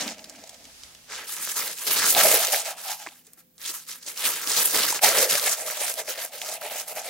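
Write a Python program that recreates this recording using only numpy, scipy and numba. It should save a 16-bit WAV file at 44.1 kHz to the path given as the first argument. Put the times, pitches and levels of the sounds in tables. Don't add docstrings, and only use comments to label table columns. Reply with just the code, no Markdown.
import sys
import numpy as np
from scipy import signal
from scipy.fft import rfft, irfft
from scipy.io import wavfile
from scipy.ndimage import uniform_filter1d, map_coordinates
from numba import njit

SR = 44100
rng = np.random.default_rng(int(sys.argv[2]) if len(sys.argv) > 2 else 0)


def transcribe(u):
    v = np.clip(np.atleast_2d(u).T, -1, 1)
    q = np.round(v * 32767).astype(np.int16)
    wavfile.write(sys.argv[1], SR, q)


def gain_from_decibels(decibels):
    exponent = np.asarray(decibels, float) / 20
    return 10 ** exponent


N = 312880
T = np.arange(N) / SR
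CUT_S = 1.24

# start in seconds, hold in seconds, crackle level in dB,
# swell or sag over the hold in dB, level of the jar's air relative to the crackle in dB.
CRUMPLES = [(1.115, 0.13, -35.5, -2, -15), (1.278, 0.24, -38.5, 6.5, -22),
            (1.568, 0.156, -28.5, -5.5, -16.5), (1.771, 0.11, -42, 11.5, -20), (1.878, 0.23, -24.5, 3, -19),
            (2.124, 0.03, -26.5, -0.5, -14.5), (3.617, 0.084, -40, 7, -23),
            (3.742, 0.093, -37.5, -11.5, -27), (3.892, 0.1, -36, -17.5, -22), (4.031, 0.033, -45, -14, -26),
            (4.08, 0.05, -34.5, -8, -17), (4.177, 0.093, -35, 8.5, -18.5), (4.252, 0.13, -26, -6, -16.5),
            (4.415, 0.024, -35.5, 5, -20), (4.473, 0.1, -27, -1.5, -17), (4.573, 0.11, -21, -7, -18),
            (4.694, 0.063, -32.5, 10.5, -15), (4.764, 0.14, -23.5, -2.5, -14.5),
            (4.946, 0.024, -31, 1, -12)]
LAST_PUSHES = [(5.044, 0.14, -16.5, -13, -9.5), (5.173, 0.067, -19.5, -2.5, -5.5),
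               (5.309, 0.09, -21.5, -7.5, -13), (5.421, 0.111, -27, 2, -13.5), (5.58, 0.042, -35.5, 2, -6),
               (5.665, 0.11, -33, 1, -9), (5.809, 0.091, -28, -3, -9.5), (5.936, 0.035, -48.5, 6, -8),
               (5.987, 0.008, -30.5, 3, -8.5), (6.091, 0.1, -30.5, -13, -9),
               (6.179, 0.076, -34.5, -1.5, -8), (6.336, 0.043, -39, -1.5, -5), (6.419, 0.074, -37, 2.5, -7),
               (6.521, 0.036, -33.5, -2.5, -6.5), (6.615, 0.051, -40, 6, -3),
               (6.718, 0.093, -33.5, -1.5, -4.5), (6.882, 0.032, -40, 4, -4.5),
               (6.966, 0.016, -35, 4.5, -3), (7.045, 0.045, -38.5, 2.5, -4.5)]


def level(x, db):
    return x * gain_from_decibels(db) / np.sqrt(np.mean(x ** 2))


def colour(table, hz):
    f, db = np.transpose(table)
    return np.interp(np.log(hz), np.log(f), db)


def curve(table, **ends):
    return np.interp(T, *np.transpose(table), **ends)


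def walk(rate):
    hold = int(SR / rate)
    steps = np.repeat(rng.standard_normal(N // hold + 1), hold)
    return 1.215 * uniform_filter1d(steps, hold)[:N]


@njit
def svf(x, hz, width):
    y, band, low = np.empty(len(x)), 0., 0.
    for i in range(len(x)):
        g, k = np.tan(np.pi * hz[i] / SR), width / hz[i]
        v = (band + g * (x[i] - low)) / (1 + g * (g + k))
        band, low, y[i] = 2 * v - band, low + 2 * g * v, k * v
    return y


@njit
def add(out, start, turn, fade, left, right):
    for k in range(len(start)):
        p, z = np.exp(1j * turn[k] - fade[k]), 1. + 0j
        for n in range(min(int(9 / fade[k]), out.shape[1] - start[k])):
            out[0, start[k] + n] += n * (z * left[k]).imag
            out[1, start[k] + n] += n * (z * right[k]).imag
            z *= p


def grains(s, hz, cycles, peak, pan_db, spread=0.96):
    lag_s, lag_spread_s = 2.2e-5, 2.6e-5
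    twist_rad, twist_hz = 0.44, 2010
    hz = np.clip(hz, 40., .45 * SR)
    fade = np.clip(hz / SR / cycles, 1e-4, 2.)
    chance = rng.standard_normal((len(s), 3)).T
    lag = lag_s + lag_spread_s * chance[0]
    phase = 2 * np.pi * (lag_s / lag_spread_s + chance[1])
    size = peak * np.e * fade * np.exp(1j * phase)
    twist = twist_rad * np.clip(hz / twist_hz, 0, 1) ** 2 * chance[2]
    half = np.exp(1j * spread * (np.pi * hz * lag + twist)) * gain_from_decibels(pan_db / 2)
    start = np.clip(s * SR - .5 / fade, 0, N - 1).astype(np.int64)
    out = np.zeros((2, N))
    add(out, start, 2 * np.pi * hz / SR, fade, size * half, size / half)
    return out


def steady_noise(table, db, same_hz=490.0):
    hz = np.arange(1, N // 2 + 2) * SR / N
    mid, side = rfft(rng.standard_normal((2, N)))
    side = side * np.clip(hz / same_hz, .45, 1)
    return level(irfft(np.array([mid + side, mid - side]) * gain_from_decibels(colour(table, hz)), N), db)


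def hum():
    # pitch in Hz, level in dB rms.
    tones = [(166.9, -74.5), (247.6, -74.5), (511.4, -77.5)]
    drift_hz = 2 * walk(12.0)
    out = np.zeros(N)
    for hz, db in tones:
        phase = 2 * np.pi * np.cumsum(hz + drift_hz) / SR
        out += 2 ** .5 * gain_from_decibels(db + 2 * walk(12)) * np.sin(phase)
    return out


def background():
    # Hz, dB per Hz.
    hiss = [(18, -58.5), (30, -20), (103, -13), (252, -8), (303, -12.5), (512, -18.5), (937, -28.5),
            (10200, -28), (14800, -18), (16000, -21)]
    rumble = [(18, -36), (30, -3), (70, 5), (210, -14), (273, -10), (649, -8), (1130, -9.5), (5310, -3.5),
              (11400, -10), (16000, -27)]
    before = np.clip((CUT_S - T) * 50, 0, 1)
    return steady_noise(hiss, -61) + hum() + before * gain_from_decibels(2 * walk(6.48)) * steady_noise(rumble, -53.5)


def grips(rows):
    grip_db_per_s, release_db_per_s = 592.5, 394
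    linger = 0.25
    dip_s, dip_half_s, dip_db = 5.006, 0.015, -20
    paper, body = np.full((2, N), gain_from_decibels(-240.))
    for s, hold, db, sag_db, air_db in rows:
        u = T - s
        now_db = db + sag_db * np.clip(u / hold, 0, 1) + grip_db_per_s * np.minimum(u, 0)
        release_db = release_db_per_s * np.maximum(u - hold, 0)
        power = gain_from_decibels(2 * (now_db - release_db))
        paper = paper + power
        body = body + power * gain_from_decibels(2 * (air_db + linger * release_db))
    dip = gain_from_decibels(2 * dip_db * np.clip(1 - abs(T - dip_s) / dip_half_s, 0, 1))
    return np.array([paper, body]) * dip


def inside_grips():
    first_pushes = [(0.0, 0.12, -30.5, -6, -7.5), (0.173, 0.378, -49, -3, -3.5),
                    (2.171, 0.2, -17, -3.5, -7.5), (2.389, 0.1, -23.5, -3.5, -8.5),
                    (2.53, 0.08, -22.5, -10, -8.5), (2.656, 0.051, -33, 0.5, -6),
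                    (2.783, 0.079, -39, -5, -9.5), (2.854, 0.067, -36.5, 5.5, -8.5),
                    (2.999, 0.083, -41, -5, -5.5), (3.114, 0.089, -52.5, -6.5, -16),
                    (3.261, 0.08, -60.5, -4.5, -14), (3.382, 0.012, -55.5, 2.5, -16)]
    shove = [
        (5.028, 0.017, -26.5, 3.4, -1),
    ]
    settling = [
        (0.6, 0.099, -56, -2, -4),
        (0.84, 0.2, -55, -5, -12),
        (1.097, .012, -49.5, 4, -6),
    ]
    return grips(first_pushes + shove + LAST_PUSHES + settling)


def crackle(effort_db, crisp_db, folds_db, count=140000):
    # Hz, dB per Hz.
    spectrum = [(59, -50), (100, -14.5), (1580, -5), (2860, -6.5), (5770, -4.5), (9410, 1), (11900, 1),
                (16000, -0.5)]
    scatter_db, burst_db, patchy_db = 3.0, 0.9, 3.5
    when, pitch, size, side = rng.random((count, 4)).T
    hz = 800 * 20 ** np.sqrt(pitch)
    i = (when * (N - 1)).astype(int)
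    fine = np.clip(np.log(hz / 7000) / 0.19, 0, 1)
    broad = np.clip(np.log(2800 / hz) / 0.22, 0, 1)
    crowd_db = 10 * np.log10(hz * hz / np.sqrt(pitch + .01))
    unit = level(gain_from_decibels(colour(spectrum, hz) + crowd_db - scatter_db * np.log(1.004 - size)), 0)
    tilt_db = fine * (crisp_db[i] - 1.5) + broad * (folds_db[i] + 7.0)
    facets = np.array([walk(22) for _ in range(11)])
    patch_db = patchy_db * map_coordinates(facets, [10 * np.sqrt(pitch), i], order=1)
    burst = burst_db * walk(60) + 1.54 * walk(300)
    peak = unit * gain_from_decibels(effort_db[i] + tilt_db + patch_db + burst[i] + 4.0)
    sheet = grains(when * N / SR, hz, 0.71, peak, 2.8 * (side - .5))
    return signal.sosfilt(signal.butter(3, 750., "high", fs=SR, output="sos"), sheet)


def paper_sheet(effort_db, depth_db):
    first_shot = T < CUT_S
    picked_up = first_shot * (T > 1.08)
    crisp_db = -5 - 0.1035 * depth_db - 10.5 * first_shot
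    folds_db = -8 - 0.06 * depth_db + 3.5 * picked_up
    return crackle(effort_db, crisp_db, folds_db)


def jar(air_db, hz, width_hz, over_db=-99.):
    jolts_per_s, scatter_db = 2200., 2.5
    hit, size = rng.random((2, N))
    sign = np.sign(hit * SR / jolts_per_s - .5)
    jolts = (hit < jolts_per_s / SR) * gain_from_decibels(-scatter_db * np.log(1.01 - size)) * sign
    hz = hz * (1 + 0.051 * walk(40))
    ring = svf(svf(jolts, hz, width_hz), hz, width_hz)
    ring = svf(ring, 0.91 * hz, 2.6 * width_hz)
    over = svf(svf(jolts, 3.14 * hz, 700.), 3.87 * hz, 700.)
    return (level(ring, -0.26) + level(over, over_db)) * gain_from_decibels(air_db + 2.0 * walk(45))


def hollow_jar():
    # seconds, level in dB.
    swell = [
        (0.0, -42.5),
        (0.074, -42),
        (0.186, -57.5),
        (0.378, -52),
        (0.47, -72),
        (0.674, -60),
        (0.8, -93),
    ]
    return jar(curve(swell, right=-120), 254 + 0 * T, 120.0)


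def jar_ring(inside_db):
    # seconds, pitch in Hz.
    pitch = [(0.0, 634), (2.15, 697), (2.34, 615), (2.5, 690), (2.95, 740), (5.05, 693), (5.2, 500),
             (5.4, 617), (7.09, 677)]
    return jar(inside_db, curve(pitch), 283, over_db=-7.0)


def shifting_pile(effort_db):
    # seconds, change in dB.
    packed = [(0.0, -2), (1.24, -4), (1.3, 2.5), (2.36, -2), (2.46, -10), (3.05, -2), (5.5, -1.5),
              (6.0, -2)]
    pile_db = -42.5 + 1.55 * (effort_db + 21) + curve(packed)
    sway = jar(pile_db - 10, 255.0 + 0 * T, 400.0) * np.array([[1], [-1]])
    return jar(pile_db, 310.0 + 0 * T, 580.0) + sway


def snaps(rows, count=6, spread_s=0.0025, fall_db=22.0):
    s, db, hz = np.transpose(rows)
    later, pitch, side = rng.random((len(s), 3, count)).transpose(1, 2, 0)
    pan_db = 3.0 * (side - .5)
    first = grains(s, hz, .62, gain_from_decibels(db - 2), pan_db[0], spread=.4)
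    near_s = s + spread_s * later
    near_hz = hz * np.exp(1.5 * (pitch - .5))
    size = gain_from_decibels(db - 8 - fall_db * later)
    return first + grains(near_s.ravel(), near_hz.ravel(), 0.5, size.ravel(), pan_db.ravel())


def resting_ticks():
    # seconds, peak in dB, ring in Hz.
    ticks = [(0.0787, -14, 4500), (0.126, -37, 6350), (0.183, -29, 5570), (0.1928, -26, 5000),
             (0.243, -22, 4640), (0.2969, -21, 6400), (0.3586, -31, 5570), (0.439, -25, 6100),
             (0.4752, -29, 7200), (0.4938, -21, 6700), (0.5437, -28.5, 6490), (0.643, -31, 6130),
             (0.6532, -28, 6000), (0.835, -22.5, 5300), (0.9492, -28.5, 5610), (1.1004, -29, 7310),
             (1.106, -28, 6220), (1.1204, -27, 6240), (3.1777, -43, 9990), (3.268, -29.5, 8670),
             (3.334, -25.5, 11800), (3.5808, -30.5, 7350), (3.6157, -26, 5700), (4.0267, -36, 7610),
             (4.064, -20, 7650), (6.489, -19, 4400), (6.8777, -25, 9790)]
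    return snaps(ticks, count=8, spread_s=.005, fall_db=6.5)


def strays(effort_db, count=140):
    when, size, pitch = rng.random((count, 3)).T
    db = effort_db[(when * (N - 1)).astype(int)] + 15 - 14 * np.sqrt(size)
    return np.transpose([when * N / SR, db, 5530 * np.exp(pitch - .5)])


def lone_snaps(effort_db):
    # seconds, peak in dB, ring in Hz.
    creases = [(1.1367, -26, 1800), (1.4748, -21, 1560), (1.7133, -24, 4750), (1.7858, -22, 4840),
               (2.1495, -3.5, 3740), (2.3598, -4, 6100), (2.449, -5, 6620), (2.4704, -8, 6716),
               (2.5452, -10, 2240), (2.9172, -14.5, 6300), (3.7668, -19, 12800), (3.9034, -26, 7790),
               (4.1754, -14.5, 5660), (4.4744, -7, 5130), (4.7744, -6, 8200), (4.9114, -24, 4800),
               (4.9263, -8, 8500), (4.9924, -16.5, 2350), (5.2374, -16, 7300), (5.2992, -6, 9360),
               (5.3543, -4.5, 5100), (5.3972, -6.5, 5010), (5.4732, -10.5, 3600), (5.7009, -18.5, 2110),
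               (5.94, -9.5, 9960), (6.0791, -22.5, 2100), (6.4171, -16.5, 3350), (6.5415, -12.5, 10400),
               (6.6186, -26, 1560), (6.9544, -16, 12200)]
    rim_taps = [
        (3.0647, -23, 1630),
        (3.071, -22.5, 2170),
        (3.0884, -25, 3300),
    ]
    catches = [(s, db + 9, 4500) for s, _, db, *_ in CRUMPLES + LAST_PUSHES]
    return snaps(np.vstack([catches, rim_taps, creases, strays(effort_db)]))


def thumps():
    # seconds, peak in dB, ring in Hz.
    knocks = [(0.438, -33, 664.6), (2.164, -14, 729), (2.536, -15.5, 750), (3.061, -31, 704),
              (3.07, -26, 1060), (3.072, -39, 330), (3.275, -53, 436), (3.378, -54, 330), (3.695, -41, 320),
              (4.925, -17, 926), (5.034, -8.5, 690), (5.177, -12.5, 585), (5.351, -20.5, 604),
              (5.473, -20.5, 730), (5.673, -25.5, 616), (5.813, -23, 570), (6.083, -25, 656),
              (6.524, -25, 680), (6.616, -35, 659), (6.717, -24, 614), (6.755, -26.5, 624),
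              (6.924, -27, 664), (6.969, -25, 670), (7.014, -29, 725)]
    s, db, hz = np.transpose(knocks)
    return grains(s + 0.0013, hz, 1.24, gain_from_decibels(db - 3.5), 0 * s)


def loose_ball(outside_db):
    return jar(outside_db, 500. + 0 * T, 680)


def room(x, t60=0.045, wet_db=-7.5, same_hz=750.):
    n = np.arange(int(.3 * SR))
    decay = np.exp(-np.log(1000) * n / (t60 * SR)) * (n > .002 * SR)
    mid, side = rng.standard_normal((2, len(n))) * decay
    side = 0.51 * signal.lfilter(*signal.butter(2, same_hz, "high", fs=SR), side)
    tail = np.array([mid + side, mid - side]) / np.sqrt(2 * np.sum(mid ** 2))
    return x + gain_from_decibels(wet_db) * signal.fftconvolve(x, tail, axes=1)[:, :N]


def scene():
    outside, inside = grips(CRUMPLES), inside_grips()
    effort_db, body_db = 10 * np.log10(outside + inside)
    paper = paper_sheet(effort_db, body_db - effort_db) + resting_ticks() + lone_snaps(effort_db)
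    hollows = hollow_jar() + jar_ring(10 * np.log10(inside[1])) + loose_ball(10 * np.log10(outside[1]))
    near = paper + hollows + shifting_pile(effort_db) + thumps()
    near = signal.sosfilt(signal.butter(2, 110., "high", fs=SR, output="sos"), near)
    return room(near) + background()


def low_pass(x):
    return signal.sosfilt(signal.butter(12, 16970, fs=SR, output="sos"), x)


def record(dry):
    x = np.tanh(dry * gain_from_decibels(np.array([[-.45], [.45]])))
    x = signal.sosfilt(signal.ellip(8, .2, 70, 15800, fs=SR, output="sos"), x)
    return low_pass(x)


dry = scene()
out = record(dry)
transcribe(out)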